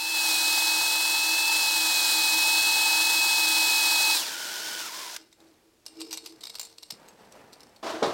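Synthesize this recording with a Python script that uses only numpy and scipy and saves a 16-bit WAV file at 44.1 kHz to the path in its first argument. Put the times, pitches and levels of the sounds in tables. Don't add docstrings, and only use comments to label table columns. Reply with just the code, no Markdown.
import sys
import numpy as np
from scipy import signal
from scipy.fft import rfft, irfft, next_fast_len
from scipy.io import wavfile
from scipy.ndimage import map_coordinates

SR = 44100
rng = np.random.default_rng(int(sys.argv[2]) if len(sys.argv) > 2 else 0)


def store_wav(level_fs):
    pcm = np.round(np.clip(np.atleast_2d(level_fs), -1, 1) * 32767)
    wavfile.write(sys.argv[1], SR, pcm.T.astype(np.int16))


N = 358533

# t/s, level/dB
WHINE_RIDE = [(0.0, -35), (0.18, -29.5), (0.4, -31.5), (0.46, -29), (0.91, -30), (1.54, -27.5), (1.61, -29),
              (2.04, -30.5), (2.5, -27), (4.06, -27.5), (4.1, -27)]
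# t/s, f/Hz
WHINE_PITCH = [(0.03, 2596), (0.12, 2601), (0.36, 2521), (0.48, 2555), (0.88, 2558), (1.45, 2601),
               (1.59, 2599), (1.65, 2563), (2.02, 2526), (2.64, 2571), (3.0, 2553), (3.02, 2567),
               (3.8, 2543), (4.11, 2558)]
WHINE_ORDER = 8
# t/s, glide/s, new motor speed/(turns/s)
TRIGGER_EASES = [(4.13, .2, 116.5), (4.79, .14, 80), (5.1, .05, 56)]
# multiple of motor speed, relative level/dB
MOTOR_TONES = [(1, -22), (2.492, -17.5), (2.758, -12), (2.891, -23), (4, -20.5), (5, -23), (5.383, -26),
               (5.453, -23), (8, 2), (10.57, -21), (10.703, -16)]
# multiple of planet-wheel speed, relative level/dB
GEAR_TONES = [(2, -14), (23, 1.5), (24, -6.5), (25, -3), (48, -1)]
# multiple of spindle speed, relative level/dB
SHAKE_TONES = [(k, 0) for k in range(3, 7)]
PLANET, SPINDLE = 6 / 11, .0656
# f/Hz, gain/dB
HOUSING = [(130, -37), (350, -9), (700, -23), (1000, -9), (1200, -13.5), (1470, -5.5), (1900, -18.5),
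           (2400, -10.5), (3000, -8), (3300, -7), (4100, 0.5), (4400, 2), (5500, -4.5), (8350, -6.5)]
# f/Hz, width/Hz, relative level/dB
GEARBOX_SHELL = [(3390, 120, 0), (4040, 310, -5.5), (5170, 220, -3.5), (8270, 180, -4.5)]
MESH_DB, RATTLE_DB = -35.5, -34.5
STOP_S, STOP_T60_S = 5.16, .03

# t/s, load/dB
STONE_LOAD = [(.3, 0.5), (.8, -0.5), (1.4, -1.5), (2, 1), (3.2, 0.5), (4.1, 1)]
FADE_IN_S, FADE_IN_DB = 0.29, 8
# f/Hz, relative level/dB
FAST_STONES = [(40, -45), (150, -31.5), (400, -12), (900, -7), (1100, -12.5), (1500, -5), (2200, -9.5),
               (3000, -3.5), (3500, -1), (4700, 4), (6300, -2), (7500, -0.5), (11500, -6.5), (14500, -6)]
# f/Hz, relative level/dB
SLOW_STONES = [(59, -65), (100, -31), (271, -16), (315, -10.5), (524, -14.5), (621, -7), (705, -14.5),
               (930, -10.5), (1150, -16.5), (1450, -6.5), (2000, -10.5), (5300, -5.5), (9820, -15.5),
               (14400, -18), (16000, -19)]
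# f/Hz, width/Hz, relative level/dB
BORE_AIR = [(319, 9.6, 4.5), (615, 24, -9.5), (914, 87, 7.5), (1302, 32, -1), (1587, 110, -1.5)]
HISS_DB, BORE_DB = -26.5, -40
HISS_LAW, BORE_LAW, MESH_LAW = 1.04, 1.32, 0.57

LOCK_S, LOCK_DB = 5.1628, -20
# f/Hz, relative level/dB
SNAP = [(200, -20), (700, -4), (1500, 5), (2500, -1), (4200, 4), (8000, -1.5), (15000, -13)]

# t/s, length/s, air column level/dB, scrape level/dB, squeak level/dB
PULLS = [(5.156, 0.059, -60, -60, -62), (5.383, 0.11, -61, -70, -90), (5.595, 0.07, -66.5, -83, -92),
         (5.87, 0.09, -63, -63, -65), (5.961, 0.14, -49, -58, -55), (6.1, 0.038, -67, -52, -62),
         (6.2, .12, -54, -58, -67), (6.416, 0.29, -80, -57.5, -76)]
PULL_RISE_S, PULL_T60_S = 0.042, 0.39
# f/Hz, relative level/dB
PULL_RUB = [(100, -17), (300, 5.5), (500, -8), (1500, -14.5)]
# f/Hz, width/Hz, relative level/dB
PULL_BOOM = [(326.0, 8.4, 4.0), (412, 34, -7.5), (451, 10, 2.5)]
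# f/Hz, width/Hz, relative level/dB
PULL_SQUEAK = [(2335, 20, -9.5), (2800, 12, -2), (5140, 110, -4)]

# t/s, level before low cut/dB, contact pitch/Hz,
# time between rebounds/s, loss per rebound/dB
CONTACTS = [(5.3265, -40.5, 3640, 0.073, 6.5), (5.8631, -26, 5430, 0.018, 13),
            (6.002, -34.5, 4600, .004, 3), (6.0153, -25, 4630, .012, 23), (6.108, -27.5, 4660, 0.0085, 3),
            (6.128, -18.5, 6070, .01, 10), (6.1727, -22.5, 4070, .011, 16), (6.26, -26, 5050, 0.015, 8),
            (6.4074, -36, 4060, .009, 8), (6.4343, -24, 4050, 0.018, 2), (6.5522, -26, 4570, .01, 11),
            (6.595, -22, 7510, 0.017, 4), (6.781, -35, 4390, 0.028, 16), (6.8289, -29, 4140, 0.023, 23),
            (6.9056, -23.5, 5030, 0.016, 10), (7.085, -36, 6430, .02, 25), (7.3208, -38, 5900, .015, 17),
            (7.5343, -37, 4800, 0.018, 13), (7.604, -36, 5320, 0.029, 5), (7.7608, -43.5, 4200, .02, 18)]
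CONTACT_T60_S, REBOUND_SCATTER = 0.023, 0.063
# f/Hz, relative level/dB
CLINK = [(290, -46), (500, -9.5), (960, -7), (1050, -10), (1770, -17), (2070, -14), (3390, -11.5),
         (4150, -2), (6060, -9), (6800, -14), (8090, -7), (10100, -22.5), (11300, -16.5), (14000, -22),
         (16000, -33)]
# f/Hz, relative level/dB, t60/s
STEEL = [(2380, -8, .2), (2820, -3, 0.21), (3750, 1, .15), (4170, -10, 0.12), (4400, -2, .3),
         (4600, -4, 0.23), (5220, -4, .3), (5860, -15, 0.17), (7337, -12, .3), (7450, -5, 0.2),
         (8540, -1, .22), (12700, -18, .15)]
# multiple of contact pitch, relative level/dB
ARM_MODES = [(.55, -12), (1, 7), (1.2, -7.5), (1.85, -3), (2.7, -14)]
ARM_WIDTH_HZ, ARM_DB = 164, 1.5
ARM_LOW_CUT_HZ = 1200
# f/Hz, width/Hz, relative level/dB
LOW_RING = [(456.6, 1.6, 0)]
SCUFF_DB, SCUFF_LEAD_S, SCUFF_T60_S = -22, 0.013, 0.1

# f/Hz, relative level/dB
SLEEVE_CLOTH = [(35, -41), (60, -13), (287, -2), (323, -12), (354, -8), (389, -2), (924, -5), (1060, -9),
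                (2580, -15.5), (3420, -22), (16000, -36)]
# t/s, rise/s, level/dB
SWISHES = [(5.35, 0.062, -62.5), (5.8, 0.18, -61.5), (6.3, 0.075, -61), (6.85, 0.19, -54),
           (7.174, .006, -55.5), (7.28, 0.074, -52.5), (7.52, 0.12, -59.5)]
SWISH_T60_S = 1.87

# f/Hz, relative level/dB
SLIDE_COLOUR = [(47, -53), (80, -19), (166, -26), (237, -10), (265, -15), (323, -1.5), (538, -8.5),
                (672, -0.5), (820, -8.5), (1090, -7.5), (1950, -17.5), (4940, -20), (16000, -45)]
# t/s, length/s, level/dB
SLIDES = [(7.826, .03, -35), (7.859, 0.056, -38.5), (8.056, .1, -37.5)]
SLIDE_RISE_S, SLIDE_T60_S = 0.0068, 0.79
# t/s, thud level/dB, t60/s, bench ring level/dB, brightness/Hz
KNOCKS = [(8.019, -21, .22, -23, 1100), (8.0265, -21.5, .28, -31, 14000)]
# f/Hz, relative level/dB
THUD = [(35, -81), (60, -51), (130, -19), (222, -20), (274, -14), (315, -13), (371, -10), (408, -10),
        (1380, -18.5), (1950, -24.5), (2970, -31), (3670, -22.5), (16000, -56)]
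# f/Hz, relative level/dB, t60/s
BENCH_MODES = [(285, -14, .3), (390, 0, .16), (450, -3, .1), (587, -7, .25), (807, -7, .19)]
# t/s, level/dB
BUMPS = [(6.921, -48), (7.657, -54), (8.068, -29)]
# f/Hz, relative level/dB
FRAME = [(30, -25), (70, -12), (150, 4), (350, 2), (1200, -40.5)]

# f/Hz, relative level/dB
NOISE_FLOOR = [(15, -52), (25, -16.5), (117, -21), (134, -25), (285, -18.5), (317, -12), (373, -19),
               (451, -23.5), (840, -32), (5280, -31), (16000, -40.5)]
# f/Hz, t60/s
ROOM_DECAY = [(200, 0.83), (2000, 0.32), (12000, 0.11)]
TOP_HZ = 16100


def amp(db):
    return 10 ** (np.asarray(db) / 20)


def unit(x):
    return x / np.sqrt(np.mean(x ** 2) + 1e-20)


def along(points, hz):
    f, v = np.transpose(points)
    return np.interp(np.log(hz + 1), np.log(f + 1), v)


def curves(rows):
    s, *cols = np.transpose(rows)
    return [np.interp(np.arange(N) / SR, s, c) for c in cols]


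def fade(start, t60):
    return amp(-60 * np.maximum(np.arange(N) / SR - start, 0) / t60)


def stroke(start, length, rise, t60):
    return np.clip((np.arange(N) / SR - start) / rise, 0, 1) * fade(start + length, t60)


def blow_envelope(t, t60, attack):
    return amp(-60 * t / t60) * (1 - np.exp(-t / attack))


def wobble(rate):
    knots = rng.standard_normal(int(N * rate / SR) + 4)
    steps = np.arange(10 * len(knots)) / 10
    return np.interp(np.arange(N) * rate / SR, steps, map_coordinates(knots, [steps]))


def filtered(x, response):
    m = next_fast_len(x.shape[-1] + SR // 4)
    return irfft(rfft(x, m) * response(np.fft.rfftfreq(m, 1 / SR)), m)[..., :x.shape[-1]]


def darkened(x, corner_hz):
    return filtered(x, lambda hz: 1 / (1 + (hz / corner_hz) ** 4))


def coloured(x, spectrum):
    return unit(filtered(x, lambda hz: amp(along(spectrum, hz))))


def resonate(x, modes):
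    def response(f):
        total = 0
        for k, (centre, width, db) in enumerate(modes):
            damping = 1j * f * width
            total = total + (-1) ** k * amp(db) * damping / (centre * centre - f * f + damping)
        return total
    return unit(filtered(x, response))


def grit(spread_db, rate=1500):
    return unit(rng.standard_normal(N) * amp(spread_db * wobble(rate)))


def ring(modes, t):
    total = 0
    for hz, db, t60 in modes:
        level = amp(db + rng.normal(0, 3) - 60 * t / t60)
        total = total + level * np.sin(2 * np.pi * hz * t) * rng.choice([-1, 1])
    return total


def tones(turns, orders, flutter_db, blur):
    total = 0
    for k, db in orders:
        level = amp(db + flutter_db * wobble(70)) * np.sqrt(2)
        total = total + level * np.sin(2 * np.pi * k * turns + blur * wobble(45))
    return total


def add(track, s, sound):
    part = track[round(s * SR):][:len(sound)]
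    part += sound[:len(part)]


def noise_floor():
    return amp(-66) * coloured(rng.standard_normal(N), NOISE_FLOOR)


def workshop(x):
    hz, t, z = signal.stft(rng.standard_normal(SR // 2), SR, nperseg=256)
    decay = amp(-60 * t / along(ROOM_DECAY, hz)[:, None])
    tail = signal.istft(z * decay, SR, nperseg=256)[1]
    delayed = np.pad(x, (SR // 200, 0))
    return signal.fftconvolve(delayed, tail / np.linalg.norm(tail))[:N]


def sleeve():
    power = sum((amp(db) * stroke(s, rise, rise, SWISH_T60_S)) ** 2 for s, rise, db in SWISHES)
    cloth = coloured(grit(spread_db=1.5, rate=470), SLEEVE_CLOTH)
    low = darkened(cloth, 900)
    high = cloth - low
    folds = low * amp(0.53 * wobble(28)) + high * amp(1.1 * wobble(29))
    return np.sqrt(power) * folds


def set_down():
    shove = sum(amp(db) * stroke(s, length, SLIDE_RISE_S, SLIDE_T60_S) for s, length, db in SLIDES)
    out = shove * amp(0.97 * wobble(90)) * coloured(grit(spread_db=0.0, rate=430), SLIDE_COLOUR)
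    t = np.arange(SR // 2) / SR
    low_cut = signal.butter(2, 200, "highpass", fs=SR, output="sos")
    for s, db, t60, ring_db, bright_hz in KNOCKS:
        noise = coloured(rng.standard_normal(len(t)), THUD)
        thud = darkened(noise, bright_hz) * amp(-60 * t / t60)
        blow = (amp(db) * thud + amp(ring_db) * ring(BENCH_MODES, t)) * (1 - np.exp(-t / 0.00042))
        add(out, s, signal.sosfilt(low_cut, blow))
    for s, db in BUMPS:
        frame = coloured(rng.standard_normal(len(t)), FRAME)
        add(out, s, amp(db) * frame * blow_envelope(t, 0.12, .003))
    return out


def loose_arms():
    ticks = coloured(grit(spread_db=6, rate=130), CLINK)
    return amp(-63) * stroke(6.4, 0.21, 0.11, 7.2) * ticks


def scuffs():
    touch = 0
    for s, db, *_ in CONTACTS:
        touch = touch + amp(db) * stroke(s - SCUFF_LEAD_S, SCUFF_LEAD_S, SCUFF_LEAD_S, SCUFF_T60_S)
    return amp(SCUFF_DB) * touch * coloured(grit(spread_db=10.5, rate=450), CLINK)


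def clinks():
    taps, t = np.zeros(N), np.arange(SR // 4) / SR
    chatter = grit(spread_db=6.5, rate=1500)
    touch = blow_envelope(t, CONTACT_T60_S, 0.0015)
    for start, level_db, hz, gap, loss_db in CONTACTS:
        arm = [(hz * ratio * np.exp(.04 * rng.normal()), ARM_WIDTH_HZ, db) for ratio, db in ARM_MODES]
        for k in range(4):
            s = start + gap * k * (1 + REBOUND_SCATTER * rng.normal())
            rub = chatter[round(s * SR):][:len(t)] * touch
            scratch = coloured(rub, CLINK) + amp(ARM_DB) * resonate(rub, arm)
            steel = amp(-30.0) * ring(STEEL, t) * (1 - np.exp(-t / .002))
            tap = scratch / np.abs(scratch).max() + steel
            add(taps, s, amp(level_db - k * loss_db) * tap)
    bright = filtered(taps, lambda hz: 1j * hz / (ARM_LOW_CUT_HZ + 1j * hz))
    return bright + amp(-77) * resonate(taps, LOW_RING)


def withdrawal():
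    air, drag, squeal = sum(amp(levels_db)[:, None] * stroke(s, length, PULL_RISE_S, PULL_T60_S)
                            for s, length, *levels_db in PULLS)
    rub = coloured(grit(spread_db=3.5), PULL_RUB)
    boom = air * resonate(rub, PULL_BOOM)
    scrape = drag * coloured(grit(spread_db=4.5, rate=250), CLINK)
    squeak = squeal * resonate(grit(spread_db=-7), PULL_SQUEAK)
    return boom + scrape + squeak


def spindle_lock():
    t = np.arange(SR // 10) / SR
    snap = coloured(rng.standard_normal(len(t)), SNAP) * blow_envelope(t, 0.024, .001)
    out = np.zeros(N)
    add(out, LOCK_S, amp(LOCK_DB) * snap / np.abs(snap).max())
    return out


def honing(speed, turns, load):
    effort = np.maximum(speed, 75) / speed.max()
    angle = 2 * np.pi * SPINDLE * turns
    pressure = load * amp(0.42 * np.sin(angle) + 0.373 * np.sin(2 * angle) + 0.42 * wobble(60))
    fast = np.clip((speed - 120) / 190, 0, 1)
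    quick = coloured(grit(spread_db=1.5), FAST_STONES)
    slow = amp(-0.6) * coloured(grit(spread_db=2), SLOW_STONES)
    hiss = amp(HISS_DB) * effort ** HISS_LAW * (fast * quick + (1 - fast) * slow)
    bore_level = amp(BORE_DB + 1.16 * np.sin(angle) + 1.2 * np.sin(2 * angle)) * effort ** BORE_LAW
    bore = bore_level * resonate(grit(spread_db=-1), BORE_AIR)
    return pressure * (hiss + bore) * fade(5.15, 0.087)


def motor_speed():
    speed = curves(WHINE_PITCH)[0] / WHINE_ORDER
    for s, length, new in TRIGGER_EASES:
        u = np.clip((np.arange(N) / SR - s) / length, 0, 1)
        speed = speed + (new - speed) * np.sin(np.pi / 2 * u) ** 2
    return speed + np.interp(speed, [80, 120, 310], [4, 3, .45]) * wobble(45)


def drill(speed, turns, load):
    whine_db, = curves(WHINE_RIDE)
    effort = speed / speed.max()
    bind = np.sin(4 * np.pi * SPINDLE * turns)
    shaft = turns + 0.0046 * bind
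    lines = tones(shaft, MOTOR_TONES, flutter_db=.8, blur=.13)
    motor = amp(whine_db - 1.5 + 0.5 * bind) * fade(4.135, 0.12) * lines
    drive = load * np.maximum(effort, .25) ** MESH_LAW
    mesh = tones(PLANET * shaft, GEAR_TONES, flutter_db=1.6, blur=.25)
    gears = amp(MESH_DB) * drive * filtered(mesh, lambda hz: amp(along(HOUSING, hz)))
    planet_angle = 2 * np.pi * PLANET * turns
    clash = amp(4.2 * np.sin(planet_angle) + 1.7 * np.sin(2 * planet_angle))
    rattle = amp(RATTLE_DB) * drive * effort * resonate(clash * grit(spread_db=0.5), GEARBOX_SHELL)
    shake_lines = tones(SPINDLE * turns, SHAKE_TONES, flutter_db=4, blur=.4)
    shake = amp(-73) * load * effort ** 3 * shake_lines
    return (motor + gears + rattle + shake) * fade(STOP_S, STOP_T60_S)


def scene():
    speed = motor_speed()
    turns = np.cumsum(speed) / SR
    load_db, = curves(STONE_LOAD)
    swell_db = FADE_IN_DB * np.maximum(1 - np.arange(N) / SR / FADE_IN_S, 0)
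    load = amp(load_db - swell_db)
    handling = sleeve() + set_down() + loose_arms()
    hone = scuffs() + clinks() + withdrawal() + honing(speed, turns, load)
    rubbing = handling + hone + spindle_lock()
    mono = noise_floor() + amp(-15.5) * workshop(rubbing) + rubbing + drill(speed, turns, load)
    return np.array([mono, mono])


def record(dry):
    thin = signal.sosfilt(signal.butter(1, 35, "highpass", fs=SR, output="sos"), dry)
    return filtered(thin, lambda hz: 1 / (1 + (hz / TOP_HZ) ** 300))


dry = scene()
out = record(dry)
store_wav(out)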